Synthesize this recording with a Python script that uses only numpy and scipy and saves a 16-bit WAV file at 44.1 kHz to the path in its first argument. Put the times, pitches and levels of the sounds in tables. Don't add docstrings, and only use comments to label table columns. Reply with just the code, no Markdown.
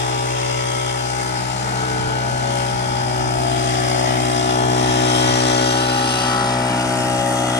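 import sys
import numpy as np
from scipy import signal
from scipy.fft import rfft, irfft, next_fast_len
from scipy.io import wavfile
from scipy.ndimage import uniform_filter1d, map_coordinates

SR = 44100
rng = np.random.default_rng(int(sys.argv[2]) if len(sys.argv) > 2 else 0)


def unload_audio(sound):
    columns = np.transpose(np.atleast_2d(sound))
    steps = np.round(np.clip(columns, -1, 1) * 32767)
    wavfile.write(sys.argv[1], SR, steps.astype(np.int16))


N = 334719
FRAME = 1024

# t/s, bearing (0 at the left to 1 ahead)
BEARING_PATH = [(0, 0.025), (2, 0.13), (4, 0.038), (5.5, 0.25), (6, 0.35), (7, 0.86), (7.59, 0.77)]


def amp(db):
    return 10 ** (np.asarray(db) / 20)


def unit(x):
    return x / np.sqrt(np.mean(x ** 2) + 1e-20)


def along(points, at):
    place, value = np.transpose(points)
    return np.interp(np.log(at + 1), np.log(place + 1), value)


def curves(rows):
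    s, *columns = np.transpose(rows)
    return [np.interp(np.arange(N) / SR, s, column) for column in columns]


def wobble(rate):
    knots = rng.standard_normal(int(N * rate / SR) + 4)
    return np.interp(np.arange(N) * rate / SR, np.arange(len(knots)), knots)


def bump(s, length):
    return np.exp(-(2 * (np.arange(N) / SR - s) / length) ** 2)


def noise(spectrum, patchy_db, bins, frames, clatter=0):
    source = rng.standard_normal((2, N))
    source[0] += clatter
    hz, _, z = signal.stft(source, SR, nperseg=FRAME)
    field = rng.standard_normal(z.shape[1:])
    field = uniform_filter1d(uniform_filter1d(field, bins, 0), frames, 1)
    inside = (hz > spectrum[0][0]) & (hz < spectrum[-1][0])
    gain = amp(along(spectrum, hz)[:, None] + patchy_db * unit(field))
    z = z * gain * inside[:, None]
    return unit(signal.istft(z, SR, nperseg=FRAME)[1][:, :N])


def wind():
    # t/s, length/s, rise at left/dB, rise at right/dB
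    gusts = [(1.42, .25, 4, 2), (1.9, .3, 6, 7), (2.06, .2, 5, 11), (2.33, 0.2, 11, 3), (2.8, .35, 7, 3),
             (3.15, .25, 9, 11), (3.33, .2, 8, 11), (3.6, 0.3, 10, 9), (4.2, 0.47, 6, 2), (4.66, .25, 8, 7),
             (4.92, .2, 9, 3), (5.28, .3, 9, 10), (5.55, .3, 4, 8), (6.2, .6, 2, 6), (6.6, 0.3, 5, 3),
             (7.05, .45, 10, 8)]
    # f/Hz, relative level/dB
    buffet = [(20, -40), (36, -22), (50, -2), (62, 2), (100, 0), (160, -3), (250, -43), (400, -60)]
    calm_db = np.array((-44.5, -46))[:, None]
    gust_db = sum(np.outer(rise_db, bump(s, length)) for s, length, *rise_db in gusts)
    lumps = amp(2.8 * np.array([wobble(15), wobble(21)]))
    thumps = unit(lumps * noise(buffet, patchy_db=0.5, bins=2, frames=3))
    return amp(calm_db + gust_db) * thumps


def far_engine():
    # t/s, fourth order f/Hz, level/dB before the colour
    bursts = [
        [(1.15, 160, -53), (1.38, 183.5, -55), (1.51, 196.5, -50), (1.67, 205, -41), (1.85, 213, -45),
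         (2.1, 219, -45), (2.3, 222, -40.5), (2.6, 225.5, -43), (2.8, 227, -44), (3.1, 233, -37.5),
         (3.5, 235, -39.5), (4, 239, -37), (4.5, 238, -41), (4.62, 215, -46), (4.75, 190, -50)],
        [(6.2, 190, -43), (6.45, 202, -39), (6.6, 208, -43), (6.7, 208, -50)],
    ]
    far_orders = (3, 4, 5, 9, 10, 11, 12, 13)
    # f/Hz, level/dB
    far_colour = [(140, -19), (180, -9), (200, 3), (240, -3.5), (265, -14), (460, -5), (520, -26), (550, 2),
                  (610, -10.5), (665, -3), (720, -12)]
    out = np.zeros(N)
    t = np.arange(N) / SR
    for rows in bursts:
        fourth_hz, level_db = curves(rows)
        rate = fourth_hz / 4
        angle = 2 * np.pi * np.cumsum(rate) / SR
        start, end = rows[0][0], rows[-1][0]
        fade = np.clip(np.minimum(t - start, end - t) / 0.036, 0, 1)
        for k in far_orders:
            order_db = level_db + along(far_colour, k * rate) + 1.6 * wobble(5)
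            phase = round(k) * angle + .02 * k * wobble(8) + rng.uniform(0, 2 * np.pi)
            out += fade * amp(order_db) * np.cos(phase)
    return np.sqrt(2) * out


def carrier():
    # t/s, loudness/dB, exhaust note level/dB, treble level of the jet/dB
    approach = [(0.0, -27.5, -27, -30), (0.04, -26.5, -27.5, -32), (0.59, -28, -27.5, -32),
                (1.22, -27, -30.5, -34), (2.28, -26.5, -27, -38), (2.56, -24.5, -26.5, -33),
                (2.73, -26, -27.5, -36), (3.34, -24.5, -26, -35), (3.74, -23, -26, -29),
                (4.18, -23, -26, -32), (4.46, -22, -28.5, -30.5), (4.69, -22, -25, -31),
                (5.22, -21, -25, -22.5), (6.24, -22.5, -30, -25), (6.59, -22, -27.5, -34.5),
                (6.96, -22.5, -29.5, -32.5), (7.53, -22.5, -28, -30.5), (7.59, -21.5, -29, -26)]
    near_db, note_db, treble_db = curves(approach)
    bearing, = curves(BEARING_PATH)
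    return near_db - near_db.mean(), note_db, treble_db - treble_db.mean(), bearing


def air_levels():
    # t/s, layer name, length/s, change/dB
    sweeps = [(.4, "roar", 0.86, 0), (0.604, "hiss", 0.74, 0), (1, "fizz", 1.1, 1), (2, "rumble", 0.43, 3),
              (2.1, "rush", 0.94, 2), (2.5, "hiss", 0.81, -2), (2.9, "sizzle", 1, -0.5),
              (4, "rush", 0.59, 3.5), (4.4, "roar", 0.55, -1.5), (4.904, "rush", 0.46, 1),
              (5.702, "sizzle", 2.5, 0), (6.094, "fizz", 1.7, -2), (6.397, "roar", 0.25, -2.5),
              (7.095, "roar", 0.88, -0.5), (6.6, "rumble", 0.9, 1), (2.9, "rumble", .7, -1),
              (.9, "rumble", 0.46, 1), (1.8, "roar", 0.93, 2), (.2, "rumble", .5, 0),
              (7.2, "sizzle", 0.83, 1), (7.253, "fizz", 0.43, 3), (7.4, "hiss", 0.53, -1)]
    near_db, _, treble_db, bearing = carrier()
    layers = dict(
        rumble=(-38.5, 1.33, -0.18, 0),
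        roar=(-30, 0.58, -0.06, -1.5),
        rush=(-35, -0.2, 0.42, 5),
        hiss=(-34, 0, 0.77, 0.5),
        sizzle=(-33.5, 0.02, 0.54, -0.5),
        fizz=(-37, 0.33, 0.5, 0.5))
    levels = {}
    for name, (db, per_near, per_treble, turned_db) in layers.items():
        steady_db = db + per_near * near_db + per_treble * treble_db + turned_db * bearing
        levels[name] = steady_db + .6 * wobble(6)
    for s, name, length, db in sweeps:
        levels[name] = levels[name] + db * bump(s, length)
    return levels


def valve_clatter(angle, change):
    steps = 706
    pattern = rng.standard_normal((int(N * change / SR) + 3, steps))
    place = angle / (2 * np.pi) % 1 * (steps - 1)
    return unit(map_coordinates(pattern, [np.arange(N) * change / SR, place], order=1))


def air(angle):
    # f/Hz, relative level/dB
    rumble_band = [(120, -29), (190, -4), (260, -4.5), (340, -3.5), (410, -9), (450, -13), (520, -30)]
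    roar_band = [(400, -16), (500, -13), (580, -12), (650, -11), (720, -7), (800, -6), (900, -9),
                 (980, -11), (1050, -15), (1200, -12.5), (1350, -10.5), (1500, -21.5), (1750, -47)]
    rush_band = [(1400, 5.5), (1650, 5), (2100, 2.5), (2450, -3), (2900, -2.5)]
    hiss_band = [(2300, -47), (2750, 5), (3300, 9.5), (3800, -2.5), (4100, -1), (4500, -5.5), (4900, -14)]
    sizzle_band = [(4300, 0), (4700, -0.5), (4900, 4), (5100, 1), (5300, 5), (5450, 0), (6300, 1),
                   (7200, -2.5), (8200, -9.5)]
    fizz_band = [(7200, -2.5), (7900, -1.5), (9300, 2), (9700, 2), (10000, 1), (10300, -2), (10700, -5),
                 (11100, -8), (11600, -13), (12300, -20), (13500, -35), (15500, -40)]
    db = air_levels()

    def beat(lag):
        return np.cos(angle - lag) * (1 + 0.1 * wobble(16))

    flutter = wobble(45)
    valves = valve_clatter(angle, change=10)
    rumble_db = db["rumble"]
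    roar_db = db["roar"] + 0.23 * beat(1.0)
    rush_db = db["rush"] + .9 * beat(.8) + .2 * flutter
    hiss_db = db["hiss"] + 1.3 * beat(.6) + .3 * flutter
    sizzle_db = db["sizzle"] + 1.7 * beat(.6) + .4 * flutter
    fizz_db = db["fizz"] + 2.2 * beat(.9) + .7 * wobble(12)

    rumble = amp(rumble_db) * noise(rumble_band, patchy_db=1.2, bins=3, frames=20)
    roar = amp(roar_db) * noise(roar_band, patchy_db=1.6, bins=4, frames=9)
    rush = amp(rush_db) * noise(rush_band, patchy_db=1.1, bins=5, frames=30, clatter=.55 * valves)
    hiss = amp(hiss_db) * noise(hiss_band, patchy_db=1.1, bins=6, frames=24, clatter=.5 * valves)
    sizzle = amp(sizzle_db) * noise(sizzle_band, patchy_db=.9, bins=8, frames=20, clatter=.5 * valves)
    fizz = amp(fizz_db) * noise(fizz_band, patchy_db=.9, bins=16, frames=6, clatter=.4 * valves)
    return rumble + roar + rush + hiss + sizzle + fizz


def leader_levels():
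    # order, base level/dB, dB per dB of nearness, dB per unit of bearing
    voices = [(1, -40, 0.5, -7), (4, -37.5, 3, 2), (7, -42, -0.6, -12), (8, -47.5, 2.5, 1.5),
              (10, -33.5, 1.52, 1), (12, -37, 2.3, -10), (14, -32.5, 0.3, -7), (16, -42, -0.16, -5.5),
              (19, -40.5, 2, -1.5), (3, -49, 0.5, 14.5), (5, -34.5, 2, 1.5), (6, -32, 2, -8.5),
              (9, -33, 0.83, -2), (11, -37, 3, 0), (13, -30.5, 0.1, 6), (15, -37, -0.4, 2),
              (21, -41, 0, 0.5), (24, -41, 1, -7), (17, -44.5, 2.3, -6), (22, -41.5, 1, 1.5),
              (25, -56, 1, -1), (20, -45, 1, 2.5), (23, -52, 0.5, 6)]
    # t/s, order, length/s, change/dB
    swells = [(.05, 24, 0.44, 4), (.2, 7, 1.2, 7.5), (.3, 19, 1.5, 11), (.5, 16, 1, 6.5),
              (.55, 14, 0.75, -23), (1.05, 12, 0.3, 6), (1.4, 10, 0.48, 3), (1.7, 1, 1.5, 2),
              (1.94, 5, 0.3, 5), (2, 7, 0.57, 12), (2.3, 11, 0.54, 10.5), (2.6, 19, 1, -16),
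              (3.11, 7, 0.34, -7), (3.1, 16, 1.36, -11), (3.2, 12, 0.55, 6), (3.452, 11, 0.33, 6.5),
              (3.6, 1, .9, 1), (3.75, 10, 0.44, -12), (3.75, 14, 0.27, -22), (4.047, 12, 0.46, 7.5),
              (4.05, 10, 0.24, 6.5), (4.355, 14, 0.25, -22), (4.35, 15, 0.52, -25), (4.667, 7, 0.3, 7),
              (4.7, 16, 1.7, 9.5), (5.603, 7, 2.5, 14), (6.202, 10, 0.76, -8), (6.298, 12, 0.38, 7),
              (6.342, 5, 0.92, -9), (6.395, 16, 0.34, 9.5), (0.5, 13, 0.51, -11), (0.626, 9, 0.94, 11),
              (.75, 21, 0.75, 7.5), (1.203, 13, 0.26, 3.5), (1.25, 24, 0.7, 5), (1.4, 3, 0.59, 8.5),
              (1.503, 6, 0.28, -6), (1.9, 11, .6, -4), (1.9, 3, 0.67, 9.5), (2.252, 24, 1.4, 15),
              (2.25, 21, 0.35, -18), (2.5, 9, 0.51, 4), (2.753, 3, 0.63, 9.5), (2.75, 5, 0.73, -3.5),
              (3.25, 24, 0.52, 3), (3.25, 21, 0.33, 5), (3.602, 9, 0.24, -7), (3.747, 15, 0.31, -27),
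              (3.9, 11, 1.44, 6), (3.994, 9, 0.21, 6), (4.3, 13, 0.57, -1), (4.748, 3, 0.29, 8),
              (4.754, 11, 0.42, 5), (5.4, 24, 1.3, 11), (5.498, 9, 0.91, 6.5), (6, 11, 0.55, -14),
              (6.198, 21, 0.57, 8.5), (6.4, 24, 0.38, 6), (6.9, 15, .6, 0.5), (7.1, 6, 0.44, 1),
              (7.252, 9, 0.41, 6), (7.59, 13, 0.47, -5), (7.59, 11, 0.57, 2), (.5, 17, 1.2, 1),
              (2.3, 17, 1.7, -10), (6.4, 17, 0.41, 2), (1.999, 22, 0.63, 3.5), (6.8, 22, .9, -2),
              (6.3, 19, 0.35, 4), (7.4, 8, 0.61, 0), (3.7, 8, 1.5, -4), (1.9, 13, 2.6, -1),
              (1.2, 4, 1.9, 2.5), (1.865, 24, 0.2, 2), (2.55, 8, .3, 9), (4.2, 8, .5, 4),
              (2.057, 12, .35, 6), (1.65, 12, 0.14, 6), (1.9, 11, 0.21, 5), (6.4, 23, 0.44, 7.5),
              (6.857, 23, 0.33, 8), (7.298, 20, .6, 4.5), (5.25, 23, 0.31, 5), (5.3, 24, 0.35, 0),
              (5.304, 25, 0.24, 3.5), (2.152, 14, 0.097, 5.5), (1.4, 14, 0.13, 2.5)]
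    near_db, note_db, _, bearing = carrier()
    levels = {}
    for k, db, per_near, turned_db in voices:
        levels[round(k)] = db + per_near * near_db + turned_db * bearing
    for s, k, length, db in swells:
        levels[round(k)] = levels[round(k)] + db * bump(s, length)
    levels[2] = note_db
    return levels


def near_engine():
    # t/s, firing rate/(firings per s)
    speed = [(0, 62.48), (.5, 62.67), (.85, 62.53), (1.6, 62.73), (2, 62.75), (3, 62.37), (3.4, 62.5),
             (4, 62.47), (4.25, 62.32), (4.5, 62.52), (7, 62.52), (7.3, 62.33), (7.59, 62.39)]
    # multiple of the firing rate, level/dB on a common scale
    order_table = [(1, -11.5), (2, -1), (3, -13.8), (4, -7), (5, -8.5), (6, -3.5), (7, -5.5), (8, -18),
                   (9, -6), (10, -2.5), (11, -8.5), (12, -12), (13, -5), (14, -4.5), (15, -6.5), (16, -9),
                   (17, -39), (18, -1.5), (19, 8), (20, -7.5), (21, -2.5), (22, -2), (23, -7), (24, -9.6),
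                   (25, -27), (26, -16), (27, -19), (28, -19), (29, -33), (30, -22), (31, -20), (32, -25),
                   (33, -24), (34, -35), (35, -25), (36, -42), (37, -22), (38, -30), (39, -34), (40, -25),
                   (41, -23), (44, -29)]
    timing = [(1, .42), (3, .4), (4, .55), (6, .36), (9, 0.133), (12, 0.022), (15, -.15), (19, .3),
              (40, .05)]
    blade_order = 24
    bark_first, bark_last = 10, 16
    bark_split = .2
    odd_lead_turns, odd_slip = .22, .3

    rate, = curves(speed)
    bearing, = curves(BEARING_PATH)
    levels = leader_levels()
    leaders = np.array([k for k in levels if k != blade_order])
    table = {round(k): db for k, db in order_table}
    angle = 2 * np.pi * np.cumsum(rate) / SR
    odd_lead = odd_lead_turns - odd_slip * np.minimum(bearing, .4)
    scatter = wobble(30)
    out, lag = np.zeros(N), 0
    for k, db in table.items():
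        behind = bearing * (bark_first <= k <= bark_last)
        loose = 1 - .45 * behind
        lag = lag + 2 * np.pi * along(timing, k) * loose
        if k in levels:
            level_db = levels[k]
        else:
            leader = leaders[np.argmin(np.abs(np.log(k / leaders)))]
            level_db = levels[leader] + db - table[leader] + 2.6 * wobble(2)
        drift_db = np.sqrt(k) * (.17 * wobble(14) + .4 * wobble(5) * (k != 2))
        reach = min(k, 14)
        shake = reach * (.008 * scatter + .007 * wobble(12))
        shake = shake + .11 * reach * loose * wobble(.8) * (k > 2)
        lead_turns = odd_lead * (k in (1, 3, 5)) + bark_split * behind * (k % 2 == 0)
        phase = k * angle - lag + shake + 2 * np.pi * lead_turns
        out += amp(level_db + drift_db) * np.cos(phase)
    return np.sqrt(2) * out, angle


def ports(tones, rushes):
    # f/Hz, lead of the left/rad
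    left_lead = [(30, .4), (62, .5), (125, .55), (375, 1.6), (440, 2.2), (500, 3.25), (560, 3.1),
                 (690, 3.5), (780, 1.9), (1000, 2.3), (1062, 2.95), (1130, 2.5), (1500, 3.3), (3000, 9.1),
                 (4400, 15.4), (5000, 16.8), (6200, 21.8), (8000, 21.6), (8600, 18.4), (9050, 18.4),
                 (9600, 15.708), (10900, 15.708), (11600, 12.566)]
    # f/Hz, phase/rad
    ahead_loss = [(60, -0.1), (375, 2.5), (560, 3), (690, 4), (800, 1.5), (1000, 1.5), (1150, 0.5),
                  (1400, 5.5), (1900, -1), (2500, -1), (3600, 1.5), (6000, 10.5), (7300, 16), (7800, 0)]
    # f/Hz, left minus right level/dB
    shade = [(60, -0.5), (250, 2), (400, -2), (440, -3.5), (500, 1.5), (560, 7.5), (680, 15), (1000, 0),
             (1150, -4), (1330, 6.5), (1550, 4.5), (2200, -2.5), (2600, 3.5), (2900, 3.5), (3300, 7.5),
             (3900, -2.5), (4500, 2.5), (5500, 10), (6200, 12), (6900, 18), (7300, 17), (7900, 4),
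             (8400, 7.5), (9200, -1), (10000, 2), (12000, 2.5)]
    # f/Hz, likeness (0 to 1)
    alike = [(150, 1), (500, .8), (700, .4), (1000, .65), (2100, .7), (2600, .6), (3200, .8), (5000, .65),
             (7300, .25), (8200, .7), (9300, .8), (9800, .97), (10800, .97), (11200, .85), (11650, .9),
             (12400, .85)]
    # t/s, delay at left/ms, delay at right/ms
    lawn = [(0, 1.52, 1.1), (.7, 1.5, 1.08), (1.25, 1.46, 1.06), (4.1, 1.49, 1.11), (4.4, 1.28, 1.11),
            (5.1, 1.44, 1.09), (5.7, 1.5, 1.14), (5.85, 1.35, 1.36), (6.7, 1.36, 1.5), (6.9, 1.6, 1.66),
            (7.59, 1.63, 1.71)]
    # t/s, share of the sound returned
    lawn_share = [(0, 0.2), (.9, 0.3), (1.25, 0.17), (1.7, 0.026), (2.5, .05), (3, 0.21), (4.5, 0.3),
                  (4.75, 0.17), (5.2, 0.29), (6.8, 0.22), (7.2, 0.17), (7.59, 0.24)]
    # t/s, length/s, centre f/Hz, width/Hz, left/dB, right/dB
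    tints = [(0.49, 1.6, 2710, 270, 7, -7), (.5, 1.7, 2930, 250, -5, -4), (0.43, 1.2, 7900, 700, 2, 0.5),
             (.4, 1.2, 6200, 700, 0.5, 7), (1.2, 1.1, 7900, 1500, 1, 1), (1.6, 2.6, 1900, 450, -5.5, -3.5),
             (1.66, 3, 4750, 480, 0.5, -7), (2.1, 2, 4120, 730, 6, 2), (1.4, 1.3, 1000, 350, -2, -5),
             (3.6, 2, 5020, 350, 3.5, 4), (4.25, 0.6, 1730, 220, -2, 7.5), (4.2, 0.55, 3200, 500, 0.5, -2),
             (4.2, 1.2, 5900, 500, -2, 3), (5.25, 2.2, 5700, 570, 6, 7), (6.12, .8, 7400, 2300, -6, 1),
             (6.5, 0.83, 9000, 1370, 5, 6.5), (6, 0.62, 3400, 540, -5.5, -1.5),
             (6.35, 2.6, 3920, 500, 8.5, 6), (6, 0.79, 880, 600, 0.5, 2), (6.4, 3.1, 2270, 350, 5.5, -6),
             (6.76, 1.4, 2680, 450, 2.5, 6), (7.53, 0.75, 4970, 1200, -7, -11),
             (7.5, .8, 1570, 300, -4.5, -2.5), (7, 0.58, 7500, 600, 1.5, -2),
             (0.78, 0.71, 2080, 440, 6.5, 4.5), (.4, 1.4, 3450, 300, -3, 4), (0.79, 0.71, 4350, 400, -6, 2),
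             (1.2, 1.4, 5000, 500, 2, 2), (2.2, 0.79, 3000, 320, 3.5, -1), (3.1, 1.9, 4710, 250, 4.5, -12),
             (4.4, 0.8, 3720, 300, 4, 8), (5, 0.87, 4700, 500, -4, -4), (5.5, 1, 2960, 250, -8, -2),
             (7.1, 0.93, 4050, 350, -9, -5), (6.2, 1.5, 2150, 280, -5.5, -13),
             (0.36, 1.2, 360, 100, 5, 2.5), (1.5, 2, 560, 61, -4.5, -0.5), (3.9, 2.3, 2190, 150, 4.5, -2),
             (7.3, 0.84, 2230, 280, -9, -11), (7.34, 1.2, 2380, 250, -1, 4), (4.8, 1.1, 5100, 250, 6.5, 4),
             (1.55, 1.1, 3370, 360, -5, -2), (6.5, 2.4, 430, 106, -3, -3), (3.7, 0.69, 990, 120, -11, -3),
             (6.7, 0.23, 940, 120, 4, 4), (6.38, 0.34, 1300, 400, 2.5, 0), (5.6, 1.2, 300, 60, 1.5, 3.5),
             (0.82, 0.32, 3260, 390, 6, 5), (3, 0.76, 5130, 300, 3, 3), (6.1, 0.92, 4100, 300, -3, -1),
             (6.4, .3, 1070, 280, 5, 4)]

    hz, t, (tone, air_a, air_b) = signal.stft(np.vstack([tones, rushes]), SR, nperseg=FRAME)
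    f = hz[:, None]
    bearing = np.interp(t, *np.transpose(BEARING_PATH))
    lead = along(left_lead, f) - along(ahead_loss, f) * bearing
    slide = 1 + .14 * bearing * (f < 4000)
    tilt = amp(along(shade, f * slide) * (1 - 0.2 * bearing) / 2)
    share = np.sqrt(2 / (tilt ** 2 + tilt ** -2))

    s, *delays_ms = np.transpose(lawn)
    left_ms, right_ms = [np.interp(t, s, ms) for ms in delays_ms]
    treble_only = along([(1500, 0), (3000, .6), (4800, 1), (8000, 1), (9600, 0)], f)
    bounce = np.interp(t, *np.transpose(lawn_share)) * treble_only

    def comb(ms):
        return 1 - bounce * np.exp(-2j * np.pi * f * ms / 1000)

    turn = np.arccos(np.clip(along(alike, f), 0, 1)) / 2
    common, opposed = np.cos(turn) * air_a, np.sin(turn) * air_b
    left = (tone + common + opposed) * tilt * np.exp(.5j * lead) * comb(left_ms)
    right = (tone + common - opposed) / tilt * np.exp(-.5j * lead) * comb(right_ms)

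    tint_db = 0
    for s, length, centre, width, *db in tints:
        patch = np.exp(-(2 * (f - centre) / width) ** 2 - (2 * (t - s) / length) ** 2)
        tint_db = tint_db + np.multiply.outer(db, patch)
    spectra = share * amp(tint_db) * np.array([left, right])
    return signal.istft(spectra, SR, nperseg=FRAME)[1][:, :N]


def scene():
    far_pan_db = -4
    far = far_engine() * amp([[far_pan_db / 2], [-far_pan_db / 2]])
    near, angle = near_engine()
    return ports(near, air(angle)) + far + wind()


def record(dry):
    top_hz = 15789
    m = next_fast_len(N + SR // 2)
    kept = np.fft.rfftfreq(m, 1 / SR) < top_hz
    return irfft(rfft(dry, m) * kept, m)[:, :N]


dry = scene()
out = record(dry)
unload_audio(out)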